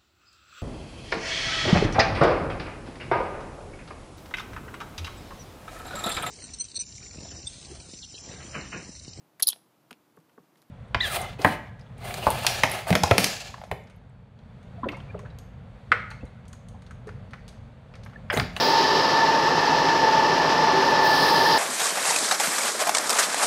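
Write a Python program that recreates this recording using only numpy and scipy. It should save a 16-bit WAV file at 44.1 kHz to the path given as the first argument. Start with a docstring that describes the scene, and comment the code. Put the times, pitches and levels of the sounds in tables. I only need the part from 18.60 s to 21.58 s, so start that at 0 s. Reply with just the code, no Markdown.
"""A diesel engine throbs and clatters as its locomotive rolls slowly along a station platform:
exhaust tones at multiples of the engine cycle, part-repeating noise, and ringing housing resonances.
A blower whines in two clusters of beating tones, multiples of its shaft speed, over rushing air.
Air hisses throughout as shaped noise; a brighter jet dies away, then opens again near the end."""
import sys
import numpy as np
from scipy import signal
from scipy.fft import rfft, irfft, next_fast_len
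from scipy.io import wavfile
from scipy.ndimage import uniform_filter1d, minimum_filter1d

SR = 44100
rng = np.random.default_rng(int(sys.argv[2]) if len(sys.argv) > 2 else 0)


def to_wav(sig):
    """Store sig (one row per channel, or 1-D mono) as 16-bit WAV at the path in sys.argv[1].

    Samples outside -1..1 are clipped; the rate is SR.
    """
    pcm = np.clip(np.atleast_2d(sig), -1, 1) * 32767
    pcm = np.round(pcm).astype(np.int16)
    wavfile.write(sys.argv[1], SR, pcm.T)  # frames by channels


N = 131418
T = np.arange(N) / SR  # s


def from_db(db):
    """Decibels to amplitude gain."""
    return 10 ** (np.asarray(db) / 20)


def rms_one(x):
    """Scale to unit rms."""
    return x / np.sqrt(np.mean(x ** 2) + 1e-20)


def noise():
    """White noise, the raw material of turbulence."""
    return rng.standard_normal(N)


def in_time(rows):
    """Join (t/s, value) points by straight lines."""
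    return np.interp(T, *np.transpose(rows))


def gain_in_time(rows):
    """Join (t/s, level/dB) points and convert to gain."""
    return from_db(in_time(rows))


def drift(rate_hz):
    """Slow random motion, rms 1: noise through a two-pole lowpass at 1/40 of the sample rate."""
    step, settle = 40, 2000  # samples, slow samples
    r = np.exp(-2 * np.pi * rate_hz * step / SR)
    raw = rng.standard_normal(N // step + settle + 2)
    slow = signal.lfilter([1], [1, -2 * r, r * r], raw)[settle:]
    return np.interp(np.arange(N) / step, np.arange(len(slow)), rms_one(slow))


def coloured(x, spectrum):
    """Shape x by (f/Hz, level/dB) points joined over log frequency, with steep skirts; rms 1."""
    hz, db = np.transpose(spectrum)
    size = next_fast_len(N + 4096)
    f = np.maximum(np.arange(size // 2 + 1) * SR / size, 1)
    low_skirt = 1 + (hz[0] / f / 2) ** 6
    high_skirt = 1 + (f / hz[-1] / 2) ** 6
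    shape = from_db(np.interp(np.log(f), np.log(hz), db)) / np.sqrt(low_skirt * high_skirt)
    return rms_one(irfft(rfft(x, size) * shape, size)[:N])


def resonances(rows):
    """Turbulence passing twice through each narrow resonance."""
    out = 0
    for hz, width_hz, db in rows:
        r = np.exp(-np.pi * width_hz * 1.5 / SR)  # 1.5: two passes narrow the peak
        section = [1, 0, -1, 1, -2 * r * np.cos(2 * np.pi * hz / SR), r * r]
        ringing = signal.sosfilt([section, section], rng.standard_normal(N + SR))[SR:]  # settled
        out = out + from_db(db) * rms_one(ringing)
    return out


WAVER_HZ = 3.5


def tone(turns, multiple, waver, scatter=1):
    """One multiple of a rotation, wavering as its reflections shift; random phase, rms 1."""
    reflections = (drift(WAVER_HZ) + 1j * drift(WAVER_HZ)) / np.sqrt(2)
    paths = np.sqrt(1 - waver ** 2) + waver * reflections
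    cycles = multiple * turns + scatter * rng.random()
    return rms_one(np.real(paths * np.exp(2j * np.pi * cycles)))


# steady hiss spectrum: f/Hz, relative level per Hz/dB
HISS_SPECTRUM = [(1500, -4.5), (2300, -2), (2900, 0.5), (3700, -2.5), (4300, -1.5), (5200, 1), (5800, -4),
                 (6400, -12.5), (7200, -19), (8000, -24.5), (9000, -36), (13000, -31.5), (16000, -51)]
HISS_DB = -29.5


def hiss():
    """Steady air turbulence: noise with a fixed spectrum."""
    return from_db(HISS_DB) * coloured(noise(), HISS_SPECTRUM)


# jet level: t/s, level/dB
JET_LEVEL = [(0, -28), (.1, -29.5), (.25, -30.5), (.5, -32.5), (.8, -41), (2.15, -45), (2.38, -38.5),
             (2.56, -29), (2.8, -29), (2.98, -29)]
# jet spectrum: f/Hz, relative level per Hz/dB
JET_SPECTRUM = [(2000, -36), (3100, -6), (3600, -1), (4100, 2.5), (5200, 0.5), (5700, -8.5), (6500, -18),
                (8000, -29)]
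# jet whistles: f/Hz, width/Hz, level re jet/dB
JET_RINGS = [(3180, 100, -12.5), (4810, 220, -5), (5264, 190, -7.5)]


def jet():
    """Bright turbulent jet with faint whistles at its resonances."""
    return gain_in_time(JET_LEVEL) * (coloured(noise(), JET_SPECTRUM) + resonances(JET_RINGS))


# sizzle level: t/s, level/dB
SIZZLE_LEVEL = [(0, -50), (.1, -49), (.25, -60), (.6, -80), (2.1, -66), (2.31, -49), (2.37, -64),
                (2.46, -46), (2.6, -41), (2.98, -41.5)]
# sizzle spectrum: f/Hz, relative level per Hz/dB
SIZZLE_SPECTRUM = [(6500, -1), (8500, -4), (9400, 6), (10600, -1.5), (13000, 2.5), (14200, 1), (15000, -2),
                   (16000, -5)]
# sizzle resonances: f/Hz, width/Hz, level re sizzle/dB
SIZZLE_RINGS = [(7600, 27, -30), (8100, 130, -16), (9010, 160, -14.5), (9800, 60, -18), (11900, 150, -18),
                (13100, 270, -15)]
# very high edge level: t/s, level/dB
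EDGE_LEVEL = [(0, -43), (.1, -48), (.22, -66), (.5, -78), (2.39, -78), (2.45, -43), (2.54, -54),
              (2.98, -62)]
# very high edge spectrum: f/Hz, relative level per Hz/dB
EDGE_SPECTRUM = [(12000, -35), (14200, -10), (14900, 3), (15800, -7)]


def jet_top():
    """Sizzling top of the jet and its thin, very high edge: shaped noise, the sizzle also ringing."""
    sizzle = coloured(noise(), SIZZLE_SPECTRUM) + resonances(SIZZLE_RINGS)
    edge = gain_in_time(EDGE_LEVEL) * coloured(noise(), EDGE_SPECTRUM)
    return gain_in_time(SIZZLE_LEVEL) * sizzle + edge


def air(flutter_db=0.67, top_flutter_db=0.7):
    """Hiss and jet flutter together in level (rms dB); the jet's top flutters apart."""
    body = (hiss() + jet()) * from_db(flutter_db * drift(20))
    return body + jet_top() * from_db(top_flutter_db * drift(15))


# shaft speed: t/s, speed/(rev/s)
SHAFT_SPEED = [(0, 20.14), (.7, 20.12), (1.5, 20.06), (2.98, 20.06)]
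# leading tones at 44, 45, 87 x shaft: t/s, level/dB
TONE_44_LEVEL = [(0, -32), (.55, -28), (.8, -33), (1.15, -26.5), (1.3, -56), (1.45, -21.5), (1.65, -23),
                 (1.85, -32.5), (2.05, -23.5), (2.3, -30.5), (2.52, -24), (2.72, -33), (2.9, -24.5)]
TONE_45_LEVEL = [(0, -34), (.18, -22.5), (.33, -37), (.55, -25.5), (.76, -21), (1, -37), (1.36, -23.5),
                 (1.52, -24), (1.68, -31.5), (2.4, -30.5), (2.62, -35), (2.78, -26.5), (2.98, -37)]
TONE_87_LEVEL = [(0, -37), (.65, -31.5), (1, -38), (1.4, -35), (1.7, -42.5), (2.15, -32.5), (2.52, -25.5),
                 (2.98, -42.5)]
# weaker tones: multiple of shaft speed, level/dB
SIDE_TONES = [(39, -42), (42, -33), (43, -36.5), (46, -34), (47, -36.5), (84, -50), (86, -41), (88, -40),
              (89, -40), (90, -45)]
# air rushing through the blower: f/Hz, width/Hz, level/dB
BLOWER_RUSH = [(897, 86, -31.5), (1761, 65, -32.5), (2652, 12, -47), (2903, 12, -57), (4160, 22, -45.5)]
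# swell of weaker tones and rush: t/s, level change/dB
SIDE_SWELL = [(0, -3.5), (.4, 0), (.75, -1), (1.1, 2.5), (1.45, -0.5), (1.8, 0), (2.2, 1), (2.6, 2),
              (2.98, 2.5)]
LEAD_WAVER, SIDE_WAVER = .12, .85  # wavering amplitude, 0..1


def blower():
    """Neighbouring multiples of the shaft speed beat into a fluttering whine over rushing air."""
    turns = np.cumsum(in_time(SHAFT_SPEED)) / SR
    leading = [(44, TONE_44_LEVEL), (45, TONE_45_LEVEL), (87, TONE_87_LEVEL)]
    whine = sum(gain_in_time(level) * tone(turns, k, LEAD_WAVER) for k, level in leading)
    sides = sum(from_db(db) * tone(turns, k, SIDE_WAVER) for k, db in SIDE_TONES)
    return whine + gain_in_time(SIDE_SWELL) * (sides + resonances(BLOWER_RUSH))


# drone resonance: f/Hz, width/Hz, level re drone/dB
DRONE_RESONANCE = [(391.5, 22, 0)]
# drone level: t/s, level/dB
DRONE_LEVEL = [(0, -34.5), (.2, -39), (.37, -28.5), (.5, -58), (1.1, -39.5), (1.7, -45), (1.87, -30),
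               (2, -53), (2.14, -28), (2.35, -36.5), (2.98, -41)]


def drone():
    """Hollow drone that comes and goes: noise through one resonance."""
    return gain_in_time(DRONE_LEVEL) * resonances(DRONE_RESONANCE)


CYCLE_HZ = 6.69  # full engine cycles
# clatter and rolling roar spectrum: f/Hz, relative level per Hz/dB
CLATTER_SPECTRUM = [(30, -35), (60, -24), (100, -16), (160, -10), (240, -7), (300, -3), (410, -1),
                    (560, -1.5), (720, -2), (1000, -2.5), (1180, -2), (1450, -10.5), (1900, -9.5),
                    (2400, -24), (5000, -40)]
# clatter level: t/s, level/dB
CLATTER_LEVEL = [(0, -23.5), (.4, -24), (.8, -23.5), (1.15, -24), (1.55, -23.5), (1.9, -22.5), (2.3, -23),
                 (2.7, -23.3), (2.98, -23)]
# engine housing resonances: f/Hz, width/Hz, level/dB
HOUSING = [(271.3, 16, -44.5), (450, 48, -40), (521.5, 19, -40.5), (593, 12, -49), (1176, 27, -44.5)]
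CLATTER_REPEATS = .2  # power share alike in every cycle


def clatter():
    """Noise that partly repeats each engine cycle; housing resonances swell with it."""
    pattern = noise()[np.arange(N) % int(SR / CYCLE_HZ)]
    raw = np.sqrt(CLATTER_REPEATS) * pattern + np.sqrt(1 - CLATTER_REPEATS) * noise()
    level = gain_in_time(CLATTER_LEVEL)
    return level * coloured(raw, CLATTER_SPECTRUM) + rms_one(level) * resonances(HOUSING)


# exhaust tones: multiple of engine cycle, level/dB
EXHAUST_TONES = [(10, -70), (11, -65), (13, -77), (15, -59), (16, -54), (18, -53), (19, -78), (20, -61),
                 (21, -55), (23, -43.5), (24, -48.5), (25, -45), (27, -72), (29, -49), (33, -53), (39, -48),
                 (40, -49.5)]
# deep firing tone, eight to a cycle: t/s, level/dB
FIRING_LEVEL = [(0, -56), (1.4, -53), (2.35, -55), (2.65, -62), (2.98, -63)]
BEAT_S = .09  # first heavy beat
BEAT_SCATTER = .22  # looseness of tone alignment on the beat, share of tone period
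EXHAUST_WAVER = .2  # wavering amplitude, 0..1


def exhaust():
    """Multiples of the engine cycle, loosely aligned in phase, throb once a cycle."""
    turns = CYCLE_HZ * (T - BEAT_S)
    firing = gain_in_time(FIRING_LEVEL) * tone(turns, 8, 0)
    return firing + sum(from_db(db) * tone(turns, k, EXHAUST_WAVER, BEAT_SCATTER)
                        for k, db in EXHAUST_TONES)


def engine():
    """Throbbing exhaust over clatter, housing ring and drone."""
    return exhaust() + clatter() + drone()


def scene():
    """The locomotive as heard from the platform, one channel."""
    return (air() + blower() + engine())[None]


PEAK_CEILING = .39  # amplitude ahead of the lowpass
LIMITER_RELEASE_DB_PER_S = 400
CUTOFF_HZ = 15800


def record(dry):
    """A quick look-ahead limiter holds the highest peaks down; a steep lowpass cuts the top."""
    over_db = 20 * np.log10(np.maximum(abs(dry[0]) / PEAK_CEILING, 1))
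    release_db = LIMITER_RELEASE_DB_PER_S * T
    held_db = np.maximum.accumulate(over_db + release_db) - release_db
    gain = from_db(uniform_filter1d(minimum_filter1d(-held_db, size=129), size=129))
    lowpass = signal.ellip(12, .1, 80, CUTOFF_HZ, fs=SR, output="sos")
    return signal.sosfilt(lowpass, dry * gain)


dry = scene()
out = record(dry)
to_wav(out)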